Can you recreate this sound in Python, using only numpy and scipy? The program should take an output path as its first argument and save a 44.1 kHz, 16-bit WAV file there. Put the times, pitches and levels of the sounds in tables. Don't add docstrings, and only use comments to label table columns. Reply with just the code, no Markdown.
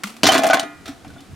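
import sys
import numpy as np
from scipy import signal
from scipy.fft import rfft, irfft, next_fast_len
from scipy.io import wavfile

SR = 44100
rng = np.random.default_rng(int(sys.argv[2]) if len(sys.argv) > 2 else 0)


def digitize_waveform(pressure):
    field = np.atleast_2d(pressure).T
    bounded = np.clip(field, -1, 1)
    quanta = np.round(bounded * 32767).astype(np.int16)
    wavfile.write(sys.argv[1], SR, quanta)


N = 59535


# t/s, crack/dB, thump/dB, base/dB, wall/dB, tick/dB, contact fade/s
# A fade is the time to die away by 60 dB; a short contact clacks, a long one skids.
HITS = [(0.2325, 2.5, -10.5, -13.5, -13, -16.5, 0.039), (0.2419, -2.5, -18, -13, -21, -25, 0.04),
        (0.2541, -2, -19.5, -22, -18, -29, 0.049), (0.2664, -0.5, -18, -45, -10, -19.5, 0.054),
        (0.2715, -1.5, -19, -33, -17, -15.5, 0.044), (0.2874, -9.5, -25, -7.5, -15, -20, 0.053),
        (0.3034, -14, -22.5, -27, -22.5, -35, 0.065), (0.3189, -6.5, -20.5, -13, -13.5, -20.5, 0.071),
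        (0.3303, -5, -17.5, -18.5, -20.5, -27, 0.034), (0.3422, -9.5, -24, -13, -17.5, -23.5, 0.045),
        (0.35, -13.5, -15, -11.5, -14, -25, 0.052), (0.3575, -12, -28, -19, -16, -40, 0.059),
        (0.3714, -19, -39, -22, -30, -32, 0.052), (0.379, -12.5, -21, -25, -22, -21.5, 0.063),
        (0.3912, -15, -21, -12.5, -25, -38, 0.065), (0.4194, -22, -31, -15.5, -33, -41, 0.079),
        (0.4339, -13, -31, -26, -17.5, -24.5, 0.046), (0.4424, -16, -26, -7, -17.5, -28, 0.027),
        (0.4534, -27, -31, -13.5, -20.5, -34.5, 0.055), (0.4664, -19.5, -20, -33, -21, -24, 0.072),
        (0.487, -17, -54, -27, -25, -36, 0.035), (0.4993, -28, -27, -6.5, -19.5, -31, 0.045),
        (0.5072, -12.5, -45, -19.5, -20.5, -40, 0.062), (0.5327, -11, -43, -10, -13, -21.5, 0.042),
        (0.5423, -9, -19.5, -19.5, -16.5, -23, 0.051), (0.5704, -18.5, -27.5, -17, -20.5, -44, 0.048),
        (0.595, -10, -32, -17.5, -26.5, -25, 0.047), (0.63, -27, -26.5, -25.5, -31.5, -45, 0.053),
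        (1.0458, -44, -42.5, -44, -41.5, -57, 0.075), (1.0777, -36.5, -43, -53, -66, -56, 0.04),
        (1.1031, -43, -56, -48, -56, -52, 0.04), (1.1364, -40, -58, -48, -62, -67, 0.04),
        (1.1622, -47, -49, -40, -52, -81, 0.04), (1.205, -33.5, -67, -58, -54, -48.5, 0.047)]
def clatter():
    out = np.zeros((2, N))
    for s, crack_db, thump_db, base_db, wall_db, tick_db, contact_t60 in HITS:
        add(out, s, amp(thump_db) * bottle_thump())
        add(out, s, amp(base_db) * bucket_base())
        add(out, s, amp(wall_db) * bucket_wall(contact_t60))
        add(out, s, amp(crack_db) * plastic_crack(contact_t60))
        add(out, s, amp(tick_db) * treble_tick(contact_t60))
    return out


# f/Hz, level/dB, fade/s
BOTTLE_NOTES = [(232, 0, .09), (269, 1, .16), (296, -9, .36), (394, -9, .1), (484, -9, .12)]
# f/Hz, level/dB
THUMP_NOISE = [(30, -53), (80, -26), (180, -2), (400, 3.5), (600, 1.5), (1000, -29), (2500, -66)]
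def bottle_thump():
    notes = amp(5.5) * ring(BOTTLE_NOTES, attack=0.0052, scatter_db=1.9, detune=0.01, spread=0.025)
    return notes + amp(-4.5) * noise(THUMP_NOISE, side_db=-18) * fade(0.066, 0.002)


# f/Hz, level/dB, fade/s
BASE_NOTES = [(641, -4, 0.075), (665.2, 2, 0.14), (684.8, -10.5, 0.36), (733, 0, .1), (765, -9.5, 0.23),
              (801, -9.5, 0.19)]
def bucket_base():
    return amp(0.5) * ring(BASE_NOTES, attack=0.0018, scatter_db=2.5, detune=0.01, spread=0.25)


# f/Hz, level/dB, fade/s
WALL_NOTES = [(1064, -3, .16), (1121, -3, .2), (1240, -11, .52), (1422, -11, .58), (1483, -5, .2),
              (1573, -4, .13), (1735, -11, .6), (1939, -15, .68), (2045, -6, .18), (2082, -13, .42),
              (2300, -7, .16), (2342, -13, .45), (2428, -14, .68), (2640, -7, .13)]
# f/Hz, level/dB
CLANK_NOISE = [(300, -37), (600, -1.5), (1000, 5), (1500, 3), (2300, -1.5), (2900, -1.5), (4200, -10),
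               (8000, -65)]
def bucket_wall(contact_t60):
    notes = amp(-5) * ring(WALL_NOTES, attack=0.00029, scatter_db=4, detune=0.00099, spread=0.28)
    loudness = fade(contact_t60, 0.0002) + amp(-22.5) * fade(0.55, 0.003)
    return notes + amp(-1) * noise(CLANK_NOISE, side_db=-15.5) * loudness


# f/Hz, level/dB, fade/s
SHELL_NOTES = [(3062, -2, .15), (3448, 1, .18), (3620, -3, .14), (3750, -11, .22), (3866, -3, .17),
               (4120, -3, .14), (4298, -2, .14), (4538, -1, .13), (4900, -5, .08), (5480, -6, .08),
               (5785, -4, .1), (6600, -7, .08), (7390, -8, .08), (8500, -12, .08)]
# f/Hz, level/dB
CRACK_NOISE = [(700, -43), (2000, -8), (3000, 1.5), (4200, -0.5), (5600, -1.5), (7000, -4.5), (9000, -45),
               (16000, -48)]
def plastic_crack(contact_t60):
    notes = amp(-15) * ring(SHELL_NOTES, attack=0.0005, scatter_db=4, detune=0.002, spread=0.08)
    burst = amp(-10) * noise(CRACK_NOISE, side_db=-23) * fade(contact_t60, 0.00037)
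    return notes + burst * crackle(rough_db=3.5, rate=870)


# f/Hz, level/dB
TICK_NOISE = [(2500, -37), (5500, 1), (7200, 1), (9500, 1.5), (11500, -4.5), (14000, -8), (16000, -13)]
def treble_tick(contact_t60):
    burst = amp(1.5) * noise(TICK_NOISE, side_db=-9.5) * fade(contact_t60, 0.0008)
    return burst * crackle(rough_db=1, rate=940)


# t/s, f/Hz, level/dB, fade/s
SQUARE_HITS = [(0.271, 2060, -7.5, 0.029), (0.288, 769, -1, 0.05), (0.292, 3073, -6.5, 0.073),
               (0.435, 727, -8.5, 0.097), (0.501, 1479, -10.5, 0.13), (0.531, 1512, -4, 0.061),
               (0.531, 2250, -6, 0.024), (0.594, 3010, -21.5, 0.034), (0.595, 8600, -29.5, 0.067),
               (1.047, 756, -36, 0.074), (1.102, 1490, -36.5, 0.058), (1.162, 1433, -42, .1)]
def pings():
    return mix((s, tone(hz, db, t60, attack=0.001)) for s, hz, db, t60 in SQUARE_HITS)


# t/s, level/dB
PAVING_THUDS = [(0.235, -19.5), (0.264, -16), (0.318, -30), (0.342, -37), (0.382, -34)]
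def thuds():
    return mix((s, tone(hz=118, db=db, t60=0.1, attack=0.008)) for s, db in PAVING_THUDS)


# t/s, snap/dB, rustle/dB
CRINKLE_SNAPS = [(0.0350, -21, -39), (0.0393, -18.5, -33.5), (0.0429, -31, -42), (0.0724, -30, -40),
                 (0.0754, -37, -45), (0.095, -34, -57), (0.102, -32.5, -55), (0.1414, -45, -58),
                 (0.1665, -34.5, -47)]
# f/Hz, level/dB
CRINKLE_NOISE = [(200, -16), (800, -8.5), (1350, -2.5), (1650, -15.5), (2050, -3), (2700, -5.5),
                 (5000, -10), (9000, -14), (16000, -25)]
def crinkles():
    out = np.zeros((2, N))
    for s, snap_db, rustle_db in CRINKLE_SNAPS:
        loudness = amp(snap_db) * fade(0.018, 0.00017) + amp(rustle_db) * fade(0.28, 0.0037)
        add(out, s, noise(CRINKLE_NOISE, side_db=-7.5) * loudness * crackle(rough_db=3.5, rate=700))
    return out


# t/s, level/dB
DENT_POPS = [(0.0396, -14.5)]
# f/Hz, level/dB, fade/s
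DENT_NOTES = [(1202, -6, 0.035), (1407, 1, 0.023), (2050, -2.5, 0.026), (2780, -13, 0.018)]
def dent_pop():
    return mix((s, amp(db) * ring(DENT_NOTES, attack=0.00027, scatter_db=-2, detune=0.0045, spread=0.2))
               for s, db in DENT_POPS)


# t/s, f/Hz, level/dB, fade/s
HUM_NOTES = [(0.042, 203, -23, 0.16), (.045, 226.4, -37.5, 0.99)]
def hum():
    return mix((s, tone(hz, db, t60, attack=0.0021)) for s, hz, db, t60 in HUM_NOTES)


# t/s, level/dB
WALL_SLIDES = [(.856, -29.5), (.877, -28.5)]
# f/Hz, level/dB
SCRAPE_NOISE = [(240, -65), (400, -0.5), (465, -19), (768, -4.5), (921, -18), (1410, -1), (1570, -5.5),
                (2660, -10.5), (3010, -14), (3550, -6), (5030, -15.5), (5680, -9.5), (6320, -19.5),
                (7810, -18.5), (15000, -31.5)]
def slides():
    out = np.zeros((2, N))
    loudness = fade(0.066, 0.0022) + amp(-10.5) * fade(0.27, 0.016)
    for s, db in WALL_SLIDES:
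        scrape = noise(SCRAPE_NOISE, side_db=-14.5) * loudness
        base = amp(5.5) * ring(BASE_NOTES, attack=0.041, scatter_db=1.5, detune=0.011, spread=0.24)
        add(out, s, amp(db) * (scrape + base))
    return out


# t/s, f/Hz, level/dB
WATER_SLOPS = [(.887, 272, -12), (1.062, 282.4, -26.5), (1.17, 262, -26.5), (1.207, 277.6, -26.5)]
def slops():
    return mix((s, tone(hz, db, t60=0.089, attack=0.019)) for s, hz, db in WATER_SLOPS)


# t/s, starting f/Hz, level/dB
WATER_BUBBLES = [(1.181, 3500, -40.5), (1.191, 3000, -44), (1.226, 3680, -55)]
def bubbles(rise_per_s=1.3):
    out = np.zeros((2, N))
    for s, hz, db in WATER_BUBBLES:
        phase = 2 * np.pi * hz * age() * (1 + rise_per_s * age() / 2)
        add(out, s, amp(db) * np.sin(phase) * fade(0.06, 0.002))
    return out


# f/Hz, fade/s
YARD_FADES = [(150, 0.083), (1000, 0.44), (4000, 0.19), (12000, 0.42)]
def yard(sound):
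    def echo(response):
        return signal.fftconvolve(sound, response / np.linalg.norm(response[0]), axes=1)[:, :N]

    hz, t, bands = signal.stft(rng.standard_normal((2, SR // 2)), SR, nperseg=256)
    decay = amp(-60 * t / along(YARD_FADES, hz)[:, None])
    tail = signal.istft(bands * decay, SR, nperseg=256)[1]
    early = rng.standard_normal((2, len(age()))) * fade(0.062, 0.0012)
    return amp(-14) * echo(tail) + amp(-20) * echo(early)


# t/s, relative level/dB
GUSTS = [(0.0, -59), (0.03, -60), (0.184, -57.5), (0.24, -43), (0.282, -44), (0.296, -55), (0.506, -64),
         (0.702, -55.5), (0.864, -42), (1.018, -46.5), (1.082, -34.5), (1.252, -52), (1.334, -33),
         (1.35, -42)]
# f/Hz, level/dB
WIND_NOISE = [(20, -10), (50, -6.5), (95, 3.5), (130, -1), (200, -5), (400, -24), (1000, -64)]
def wind():
    s, db = np.transpose(GUSTS)
    gust = amp(np.interp(np.arange(N) / SR, s, db) - 4)
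    return gust * noise(WIND_NOISE, side_db=-6.5, size=N)


# f/Hz, level/dB
AIR_NOISE = [(88, -34), (150, -5.5), (280, 3), (578, -11.5), (730, -4.5), (871, -13), (1210, -10),
             (3040, -17), (3770, -18.5), (10000, -25), (16000, -39)]
def air():
    return amp(-47) * noise(AIR_NOISE, side_db=-7.5, size=N)


def amp(db):
    return 10 ** (np.asarray(db) / 20)


def unit(x):
    return x / np.sqrt(np.mean(x ** 2) + 1e-20)


def along(points, hz):
    f, values = np.transpose(points)
    return np.interp(np.log(hz + 1), np.log(f + 1), values)


def age():
    return np.arange(int(0.7 * SR)) / SR


def fade(t60, attack):
    return np.exp(-np.log(1000) * age() / t60) * (1 - np.exp(-age() / attack))


def add(track, s, sound):
    part = track[:, max(0, round(s * SR)):]
    part[:, :sound.shape[-1]] += sound[..., :part.shape[1]]


def mix(events):
    out = np.zeros((2, N))
    for s, sound in events:
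        add(out, s, sound)
    return out


def noise(spectrum, side_db, size=None):
    size = size or len(age())
    m = next_fast_len(size)
    colour = amp(along(spectrum, np.fft.rfftfreq(m, 1 / SR)))
    mid, side = irfft(rfft(rng.standard_normal((2, m))) * colour, m)[:, :size]
    return unit(np.array([mid + amp(side_db) * side, mid - amp(side_db) * side]))


def ring(notes, attack, scatter_db, detune, spread):
    hz, db, t60 = np.transpose(notes)
    level, pitch, pan = rng.standard_normal((3, len(hz)))
    gain = amp(db + scatter_db * level)
    tuned_hz = hz * (1 + detune * pitch)
    waves = np.sin(2 * np.pi * tuned_hz[:, None] * age()) * fade(t60[:, None], attack)
    ears = np.array([1 + spread * pan, 1 - spread * pan])
    return ears * gain / np.linalg.norm(gain) @ waves


def tone(hz, db, t60, attack):
    return amp(db) * np.sin(2 * np.pi * hz * age()) * fade(t60, attack)


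def crackle(rough_db, rate):
    jerks = rng.standard_normal(4096)
    return unit(amp(rough_db * np.interp(age() * rate, np.arange(len(jerks)), jerks)))


def scene():
    throw = crinkles() + dent_pop() + hum()
    crash = clatter() + pings() + thuds()
    settling = slides() + slops() + bubbles()
    bottle = throw + crash + settling
    return bottle + yard(bottle) + wind() + air()


def record(dry):
    rounded = dry / (1 + np.abs(dry) ** 6) ** (1 / 6)
    m = next_fast_len(N + SR // 2)
    return irfft(rfft(rounded, m) * (np.fft.rfftfreq(m, 1 / SR) < 16000), m)[:, :N]


dry = scene()
out = record(dry)
digitize_waveform(out)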